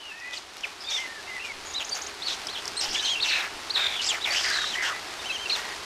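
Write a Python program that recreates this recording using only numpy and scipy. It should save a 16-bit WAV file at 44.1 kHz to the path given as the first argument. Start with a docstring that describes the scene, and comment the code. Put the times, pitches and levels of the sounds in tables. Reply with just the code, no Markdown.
"""Rain that grows heavier over a stork nest above a village, heard by a mono nest camera.
A drop ticks beside the microphone while chicks whine hoarsely; bills snap lightly and yelps and hisses join.
A dull step thuds through the nest and a small bird twitters in hooked chips and warbling trills.
Then the begging thickens: arched peeps, downward yelps, rough whines and fluttering, gliding hisses.
After a thinner moment come a few last peeps and hisses, and one more near drop in the rain."""
import sys
import numpy as np
from scipy import signal
from scipy.fft import rfft, irfft, next_fast_len
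from scipy.io import wavfile
from scipy.ndimage import map_coordinates

SR = 44100
rng = np.random.default_rng(int(sys.argv[2]) if len(sys.argv) > 2 else 0)


def pcm_store(signal):
    """Save signal as 16-bit PCM."""
    levels = np.round(np.clip(np.atleast_2d(signal), -1, 1) * 32767)
    wavfile.write(sys.argv[1], SR, levels.astype(np.int16).T)


N = 257968
TIME = np.arange(N) / SR


def undb(db):
    """Turn decibels into an amplitude factor."""
    return 10 ** (np.asarray(db) / 20)


def unit(x):
    """Scale to rms 1."""
    return x / np.sqrt(np.mean(np.abs(x) ** 2) + 1e-18)


def add(out, start, x):
    """Mix x into out from a start time on."""
    i = max(int(start * SR), 0)
    out[i:i + len(x)] += x[:max(N - i, 0)]


def colour(x, points):
    """Filter by an outline of (Hz, relative dB); white noise keeps its level."""
    hz, db = np.transpose(points)
    f = np.maximum(np.fft.rfftfreq(len(x), 1 / SR), 1)
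    gain = unit(undb(np.interp(np.log(f), np.log(hz), db)))
    return irfft(rfft(x) * gain, len(x))


def walk(n, rate):
    """Random levels, rate of them a second, joined smoothly; spread near 1."""
    at = np.arange(n) * rate / SR
    levels = rng.standard_normal(int(at[-1]) + 2)
    return map_coordinates(levels, [at], order=2, mode="nearest")


def turbulence(n, width_hz, repeat=0., flap_hz=115):
    """Wandering amplitude and phase of an air-driven resonance; a share repeats with each throat flap."""
    size = next_fast_len(n + 512)
    f = np.fft.fftfreq(size, 1 / SR)
    drive = rng.standard_normal(size) + 1j * rng.standard_normal(size)
    drive = drive / (1 - repeat * np.exp(-2j * np.pi * f / flap_hz))
    resonance = 1 / (1 + np.abs(2 * f / width_hz) ** 3)
    return unit(np.fft.ifft(drive * resonance)[:n])


def slope(middle, change):
    """Early, middle and late value of an even glide."""
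    return middle + change * np.array([-.5, 0, .5])


def arch(start, end, pitches):
    """Phase of a tone that bends smoothly through three pitches."""
    u = np.linspace(0, 1, max(int((end - start) * SR), 64))
    hz = np.polyval(np.polyfit([0, .5, 1], pitches, 2), u)
    return 2 * np.pi * np.cumsum(hz) / SR


def swell(n, levels_db, edge_s):
    """Loudness through the equal parts of a call, with soft ends."""
    i = np.arange(n)
    centres = (np.arange(len(levels_db)) + .5) / len(levels_db)
    db = np.interp(i / n, centres, levels_db)
    edge = np.minimum(np.minimum(i, i[::-1]) / (edge_s * SR), 1)
    return undb(db) * np.sin(np.pi / 2 * edge)


def rain(drop_rate=1100, scatter_db=3.5, patter_db=-4, wash_db=-1.27, drift_db=.5):
    """A wash of countless far drops, and nearer ones of very uneven size pattering on the twigs."""
    # rain loudness before its random drift: time_s, level_db
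    loudness = [(0, -45.5), (.5, -44.5), (.8, -42.5), (1.2, -41.5), (1.6, -40.5), (2.15, -39), (2.7, -38),
                (3.6, -38), (4.4, -37.5), (5.1, -37), (5.85, -37)]
    # outline of all the rain: frequency_hz, relative_db
    rain_outline = [(20, -8), (50, -5.5), (78, -1.5), (135, -9), (250, -4.5), (410, 3.5), (480, -3),
                    (750, 2), (1750, 0), (2700, -2), (4600, -2.5), (6300, -8), (10600, -18.5), (15500, -31)]
    # extra outline of the near drops, brighter than the wash: frequency_hz, relative_db
    patter_outline = [(300, -7.5), (900, -1), (2500, 0.5), (6000, 0.5), (15000, 3.5)]
    hit = rng.random(N) < drop_rate / SR  # drops per second
    sizes = undb(scatter_db * np.minimum(rng.exponential(size=N), 5)) * rng.choice([-1, 1], N)
    patter = undb(patter_db) * unit(colour(hit * sizes, patter_outline))
    wash = undb(wash_db) * rng.standard_normal(N)
    level_db = np.interp(TIME, *np.transpose(loudness)) + drift_db * walk(N, 12)
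    return colour(patter + wash, rain_outline) * undb(level_db)


def surroundings(x, wet_db=-15, t60_s=0.543):
    """Twigs and roofs scatter a short, faint tail, here decaying noise after a 3 ms gap."""
    t = TIME[:SR // 2]
    tail = rng.standard_normal(len(t)) * np.exp(-np.log(1000) * t / t60_s) * (t > .003)
    return x + undb(wet_db) * signal.fftconvolve(x, tail / np.linalg.norm(tail))[:N]


def nest_steps():
    """Steps and shifts in the nest: dull noise that swells and fades as weight moves."""
    # steps: start_s, length_s, level_db before the swell
    moves = [(1.478, 0.234, -54), (2.767, 0.073, -54), (2.851, 0.121, -42.5), (3.514, 0.081, -53)]
    # outline of the thud: frequency_hz, relative_db
    thud_outline = [(20, 2), (45, -6), (90, -13.5), (150, -19.5), (300, -4), (600, -25.5), (1000, -60)]
    out = np.zeros(N)
    thud = colour(rng.standard_normal(N), thud_outline)
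    for start, length, db in moves:
        part = thud[int(start * SR):int((start + length) * SR)]
        add(out, start, undb(db) * unit(part) * np.hanning(len(part)))
    return out


def near_drops(decay_s=0.00017, drop_hz=3200):
    """Drops beside the microphone: each tick is a tone that dies within about one cycle."""
    # near drops: start_s, peak_db
    drops = [(0.07, -40), (0.5695, -21), (2.745, -36), (5.633, -34)]
    out, t = np.zeros(N), TIME[:1024]
    for start, db in drops:
        add(out, start, undb(db) * np.cos(2 * np.pi * drop_hz * t) * np.exp(-t / decay_s))
    return out


def bill_snaps(attack_s=0.000267, decay_s=0.00251):
    """Dry bill snaps: coloured noise with a sudden start and a quick exponential decay."""
    # snaps: start_s, relative_level_db
    snaps = [(0.2, -48), (0.581, -48), (0.591, -54), (0.608, -46), (1.953, -40), (1.974, -40),
             (2.4696, -34), (2.655, -38.5), (2.6785, -33.5), (2.812, -34), (4.501, -32.5)]
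    # outline of the bill's ring: frequency_hz, relative_db
    bill_outline = [(500, -11.5), (1000, -9.5), (3500, -24.5), (5300, 9), (6500, -7), (8000, -12),
                    (15000, -27)]
    out, t = np.zeros(N), TIME[:1024]
    envelope = np.minimum(t / attack_s, 1) * np.exp(-t / decay_s) * 4.2
    for start, db in snaps:
        burst = unit(colour(rng.standard_normal(len(t)), bill_outline))
        add(out, start, undb(db) * burst * envelope)
    return out


def twitter(trill_hz=6700, depth_hz=280, warble_hz=85, chip_s=0.01677, second_voice_db=-5):
    """A small bird: two-voiced chips that hook upward, and thin warbling trills."""
    # hooked chips: start_s, opening_level_db
    chips = [(1.735, -38.5), (1.844, -36.5), (1.89, -35), (2.015, -35), (2.064, -36.5)]
    # trills between the chips: start_s, end_s, level_db
    trills = [(1.656, 1.694, -43.5), (1.697, 1.72, -41.5), (1.804, 1.828, -42), (1.859, 1.882, -46),
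              (1.976, 2.005, -49), (2.021, 2.052, -44)]
    out = np.zeros(N)
    for start, db in chips:
        chip = np.sin(arch(start, start + chip_s, [4400, 6400, 6100]))
        chip = chip + undb(second_voice_db) * np.sin(arch(start, start + chip_s, [5200, 7100, 6300]))
        add(out, start, unit(chip) * swell(len(chip), [db, db + 3.5, db - 15], 0.0021))
    for start, end, db in trills:
        t = TIME[:int((end - start) * SR)]
        hz = trill_hz + depth_hz * (np.sin(2 * np.pi * warble_hz * t) + .5 * walk(len(t), 355))
        trill = np.sin(2 * np.pi * np.cumsum(hz) / SR)
        add(out, start, unit(trill) * swell(len(t), [db], 0.0046))
    return out


def pushes(attack_s=0.013, release_s=0.0257, sag_db=2.5):
    """Strength of throat hiss and bill sizzle: each push of air rises, sags and dies away exponentially."""
    # begging hisses: start_s, length_s, throat_db, sizzle_db (relative levels, reached as the hold ends)
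    breaths = [(0.323, 0.064, -49, -42), (0.641, 0.0282, -44, -46), (0.892, 0.1245, -44.5, -39.5),
               (1.439, 0.037, -50, -44.5), (1.793, 0.0353, -42.5, -44.5), (1.936, 0.0563, -40, -49.5),
               (2.27, 0.0756, -43.5, -37.5), (2.547, 0.038, -45.5, -49.5), (2.802, 0.0315, -44, -32.5),
               (2.824, 0.0558, -37.5, -39), (2.919, 0.0605, -47, -33.5), (3.002, 0.1336, -45, -37),
               (3.237, 0.131, -42, -36.5), (3.367, 0.0814, -39.5, -41), (3.751, 0.116, -39, -42),
               (3.89, 0.114, -46, -46.5), (4.008, 0.094, -58, -34.5), (4.105, 0.0504, -37.5, -39),
               (4.25, 0.0653, -37, -40), (4.312, 0.129, -40.5, -32.5), (4.441, 0.1505, -43, -34.5),
               (4.607, 0.156, -46.5, -39), (4.816, 0.0766, -40, -35.5), (5.309, 0.039, -45.5, -47.5),
               (5.476, 0.096, -49, -41), (5.547, 0.043, -37, -39.5)]
    power = np.zeros((2, N))
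    for start, length, *levels in breaths:
        t = TIME[:int((length + 10 * release_s) * SR)]
        rise = np.minimum(t / attack_s, 1)
        sag = undb(sag_db * (1.0 - t / length))
        release = np.exp(-np.maximum(t - length, 0) / release_s)
        for layer, db in zip(power, levels):
            add(layer, start, (undb(db) * rise * sag * release) ** 2)
    return np.sqrt(power)


def rasps(base_width_hz=486, widening=0.141, fade_db=3.5, flutter_db=2):
    """Hoarse calls: turbulent air rings one gliding throat resonance and fades as the air runs out."""
    # rasps: start_s, length_s, centre_hz, glide_hz, middle_level_db
    hoarse_calls = [(0.325, 0.057, 3350, -600, -41.5), (0.895, 0.1033, 5794, -200, -38.5),
                    (1.798, 0.0383, 2950, -300, -34), (1.944, 0.0406, 6400, -500, -37),
                    (2.276, 0.0688, 3850, -400, -32.5), (2.554, 0.05, 3172, 303, -36),
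                    (2.804, 0.054, 5136, -500, -30), (2.848, 0.0884, 3080, -500, -39.5),
                    (2.885, 0.072, 5250, 204.5, -35), (3.059, 0.0612, 3857, 0.5, -32),
                    (3.303, .17, 2469, -350, -34.5), (3.255, 0.0483, 5640, -600, -37.5),
                    (3.274, 0.1492, 3881, -400, -31.5), (3.308, 0.178, 1660, -350, -35),
                    (3.76, 0.1105, 1606, -4, -36), (3.764, 0.1733, 2290, -200, -35.5),
                    (4.014, 0.036, 4273, 1597, -33.5), (4.04, 0.0648, 5173, -600, -30.5),
                    (4.054, 0.064, 7530, 1199.5, -37.5), (4.117, 0.074, 1920, -1500, -33.5),
                    (4.252, 0.0978, 2180, -630, -31), (4.34, 0.0705, 3020, 1003.5, -30.5),
                    (4.34, 0.12, 1888, -1.5, -38), (4.349, 0.219, 4770, -900, -36),
                    (4.441, 0.2122, 1696, -330, -30.5), (4.521, 0.162, 4209, -100, -39),
                    (4.821, 0.1175, 1583, -550, -31), (4.833, 0.0728, 2951, 400, -32.5)]
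    out = np.zeros(N)
    for start, length, hz, glide, db in hoarse_calls:
        phase = arch(start, start + length, slope(hz, glide))
        n = len(phase)
        width_hz = base_width_hz + widening * hz
        grain = turbulence(n, width_hz, repeat=.3, flap_hz=rng.uniform(105, 170))
        ring = np.real(grain * np.exp(1j * phase)) * undb(flutter_db * walk(n, 203.4))
        add(out, start, unit(ring) * swell(n, slope(db, -fade_db), 0.009))
    return out


def hisses(throat_db=1, flutter_db=4, flutter_hz=280, crackle_db=3):
    """Air rushes through throat and bill; wet membranes make the throat flutter and the air crackle."""
    # outline of the hiss in the throat: frequency_hz, relative_db
    throat_outline = [(250, -54.5), (500, -2), (780, 4), (1080, 1), (1550, -0.5), (2500, 0.5), (4000, -6),
                      (6000, -26), (10000, -20)]
    # outline of the sizzle at the bill: frequency_hz, relative_db
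    sizzle_outline = [(1200, -21), (2800, 4.5), (4200, -1.5), (5500, 4), (7000, -3), (8700, -10),
                      (9500, -22), (11600, -17), (13000, -51.5), (15500, -51)]
    throat_push, sizzle_push = pushes()
    jet = unit(rng.standard_normal(N) * undb(crackle_db * walk(N, 2500)))
    flutter = unit(undb(flutter_db * np.minimum(walk(N, flutter_hz), 1)))
    throat = colour(jet, throat_outline) * undb(throat_db) * throat_push * flutter
    sizzle = colour(jet[::-1], sizzle_outline) * sizzle_push  # reversed, so the two do not coincide
    return throat + sizzle


def calls(octave_db=-24.5):
    """Every whistle by its kind: start s, end s, three pitches, three levels, roughness, octave dB."""
    # peeps: start_s, length_s, middle_hz, arch_height_hz, level_db, middle_thinning_db, octave_db
    peeps = [(0.841, 0.0975, 3632, 380.3, -40.5, -7.5, -20.5), (0.91, 0.0796, 3640, 498, -31.5, -3, -25.5),
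             (1.744, 0.0579, 4009, 654, -32.5, -4.5, -38.5), (1.912, 0.0363, 4654, 303, -33.5, -8, -12.5),
             (2.218, 0.0688, 4480, 1293, -33, 6, -25.5), (2.484, 0.0797, 4404, 1499, -34.5, 10, -28.5),
             (2.767, 0.0398, 4313, 653, -29.5, -1, -2), (2.95, .052, 3489, 505.7, -32.5, -5, -13),
             (3.027, 0.062, 3165, 252, -31, 0.5, -7.5), (3.081, .072, 3287, 361, -28, -1.5, -13),
             (3.201, .052, 4476, 1417, -27.5, 1.5, -26), (3.698, .062, 4760, 1346, -27.5, 16.5, -22),
             (4.21, 0.055, 3966, 703, -33, 4.5, -29), (5.246, 0.056, 3122, 601.6, -34.5, 4.5, -12),
             (5.314, 0.058, 3286, 457, -35, -2, -10.5), (5.384, 0.08, 3172, 299.4, -37.5, 1.5, -14),
             (5.512, 0.0497, 4203, 703, -29, -6, -34.5)]
    # yelps, quick downward slurs: start_s, length_s, first_hz, middle_level_db
    yelps = [(0.369, 0.0149, 4870, -34), (.633, .016, 3085, -27), (0.646, 0.0116, 2562, -31),
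             (.886, 0.035, 4724, -35.5), (2.262, 0.0267, 4800, -29), (2.945, .018, 3440, -26.5),
             (2.954, 0.02, 2540, -34), (3.047, 0.0272, 4430, -28), (3.222, .022, 4350, -25),
             (3.289, 0.026, 4900, -31), (3.753, .014, 4292, -22.5), (4.085, 0.033, 7800, -30.5),
             (4.087, 0.0363, 3664, -26), (4.242, .014, 3846, -25), (4.717, 0.037, 3606, -33),
             (5.498, 0.0209, 2923, -32.5)]
    # whines, held notes from thin to hoarse: start_s, length_s, middle_hz, glide_hz, level_db, roughness (0-1)
    whines = [(0, 0.129, 2886, -450, -43.5, 0.47), (.115, 0.111, 1847, 192.5, -46.5, 0.1),
              (.22, 0.1296, 1997, 51, -40, 0.2), (.11, 0.129, 2590, -80, -49, 0.5),
              (0.241, 0.131, 2537, -0.5, -45, 0.45), (0.804, 0.07, 4900, -300, -43.5, 0.77),
              (0.875, 0.095, 2337, -250, -43, 0.42), (0.967, 0.1016, 2072, -58.5, -36.5, 0.42),
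              (1.077, 0.129, 1788, -180, -44, 0.16), (1.268, 0.042, 2779, 250, -47, .2),
              (1.275, 0.1175, 2050, -100, -38, .3), (.985, .075, 2950, -450, -46.5, .5),
              (1.392, 0.069, 2750, 351.5, -39, 0.58), (1.436, 0.0887, 2360, -380, -38, .3),
              (2.949, 0.087, 1750, -47, -42.5, 0.25), (2.986, 0.0279, 3754, 301.5, -31, 0.65),
              (3.149, 0.0568, 2756, -200, -31.5, 0.54), (3.24, .15, 2645, -150, -29.5, 0.71),
              (3.758, 0.1308, 3710, -130, -26.5, 0.71), (3.888, 0.1115, 3480, -450, -34, 0.84),
              (3.995, 0.021, 2885, -100, -27.5, 0.59), (3.939, .022, 2289, 600, -34.5, 0.77),
              (4.305, 0.0377, 4676, 350.5, -30, 0.13), (4.351, 0.0505, 3011, 599.5, -30.5, 0.67),
              (4.438, 0.0776, 4916, 0.5, -36, 0.63), (4.524, 0.1285, 3895, -500, -32.5, 0.53),
              (4.574, .1, 3276, -250, -41.5, 0.26), (4.654, 0.0608, 3930, -150, -32.5, 0.72),
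              (4.75, 0.0716, 2012, 152, -30.5, 0.67), (4.923, 0.0657, 1990, -2.5, -39, 0.69),
              (5.191, 0.018, 3640, 0, -41, 0.3), (5.297, 0.0231, 2628, -0.5, -28.5, 0),
              (5.298, 0.0293, 4023, 0, -37.5, 0.23), (5.456, 0.019, 2730, 0, -32, 0.09),
              (5.494, 0.028, 4290, 898, -28, 0.42), (5.557, 0.1866, 1917, 6, -42.5, 0.72)]

    sag_hz, crescendo_db = 150, 1  # a peep ends lower and louder than it begins
    for start, length, top, height, db, thinning, peep_octave_db in peeps:
        pitches = [top - height + sag_hz / 2, top, top - height - sag_hz / 2]
        levels = [db - crescendo_db / 2, db - thinning, db + crescendo_db / 2]
        yield start, start + length, pitches, levels, 0.25, peep_octave_db

    fall, fade_db = 0.24, 1  # fall as a share of the first pitch
    for start, length, hz, db in yelps:
        pitches = slope(hz * (1 - fall / 2), -hz * fall)
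        yield start, start + length, pitches, slope(db, -fade_db), 0.61, octave_db

    bow_hz, dip_db = 49.4, 1.5  # a whine's glide bows upward and its level dips midway
    ends = np.array([1, 0, 1])
    for start, length, hz, glide, db, rough in whines:
        pitches = slope(hz, glide) - bow_hz * ends
        yield start, start + length, pitches, db + dip_db * (ends - .5), rough, octave_db


def whistles(rough_hz=420, spread_hz=450, waver=0.0085, wander=0.00799, falter_db=1.05,
             tremble_db=3.5, flutter_db=4, buzz_hz=1080, buzz_db=-17, bill_top_hz=9480):
    """Nearly pure whistles with an octave; rough ones stutter and break up into a band of noise."""
    out = np.zeros(N)
    for start, end, pitches, levels, rough, octave_db in calls():
        phase, middle_hz = arch(start, end, pitches), pitches[1]
        n = len(phase)
        # fast and slow pitch unsteadiness, as shares of the middle pitch
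        unsteady_hz = middle_hz * (waver * walk(n, 201.8) + wander * walk(n, 44.9))
        phase = phase + 2 * np.pi * np.cumsum(unsteady_hz) / SR
        voice = np.sqrt(1 - rough ** 2) + rough * turbulence(n, rough_hz + rough * spread_hz)
        stutter_db = (tremble_db + flutter_db * rough) * walk(n, 189.55) + falter_db * walk(n, 50.2)
        voice = voice * undb(stutter_db)
        # the membrane can only swing so far: the stutter has deep gaps but level tops
        voice = voice / np.sqrt(1 + np.abs(voice) ** 2 / 2)
        # the octave fades when it lies above the bill's top
        octave = undb(octave_db) / (1 + (2 * middle_hz / bill_top_hz) ** 10)
        tone = np.real(voice * (np.exp(1j * phase) + octave * np.exp(2j * phase)))
        # a second, slower membrane puts faint side tones around the whistle
        buzz = np.sin(2 * np.pi * np.cumsum(buzz_hz * (1 + 0.083 * walk(n, 91.57))) / SR)
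        add(out, start, unit(tone * (1 + undb(buzz_db) * buzz)) * swell(n, levels, 0.00386))
    return out


def scene():
    """The nest's sounds with their scattered tail, under the rain, alike in both channels."""
    knocks = nest_steps() + near_drops() + bill_snaps()
    nest = surroundings(knocks + twitter() + rasps() + hisses() + whistles())
    return np.tile(nest + rain(), (2, 1))


def record(dry):
    """The camera's microphone dulls the highest treble, and the top is cut."""
    dull = signal.sosfilt(signal.butter(2, 14500, fs=SR, output="sos"), dry)
    return signal.sosfilt(signal.ellip(10, .2, 70, 15500, fs=SR, output="sos"), dull)


dry = scene()
out = record(dry)
pcm_store(out)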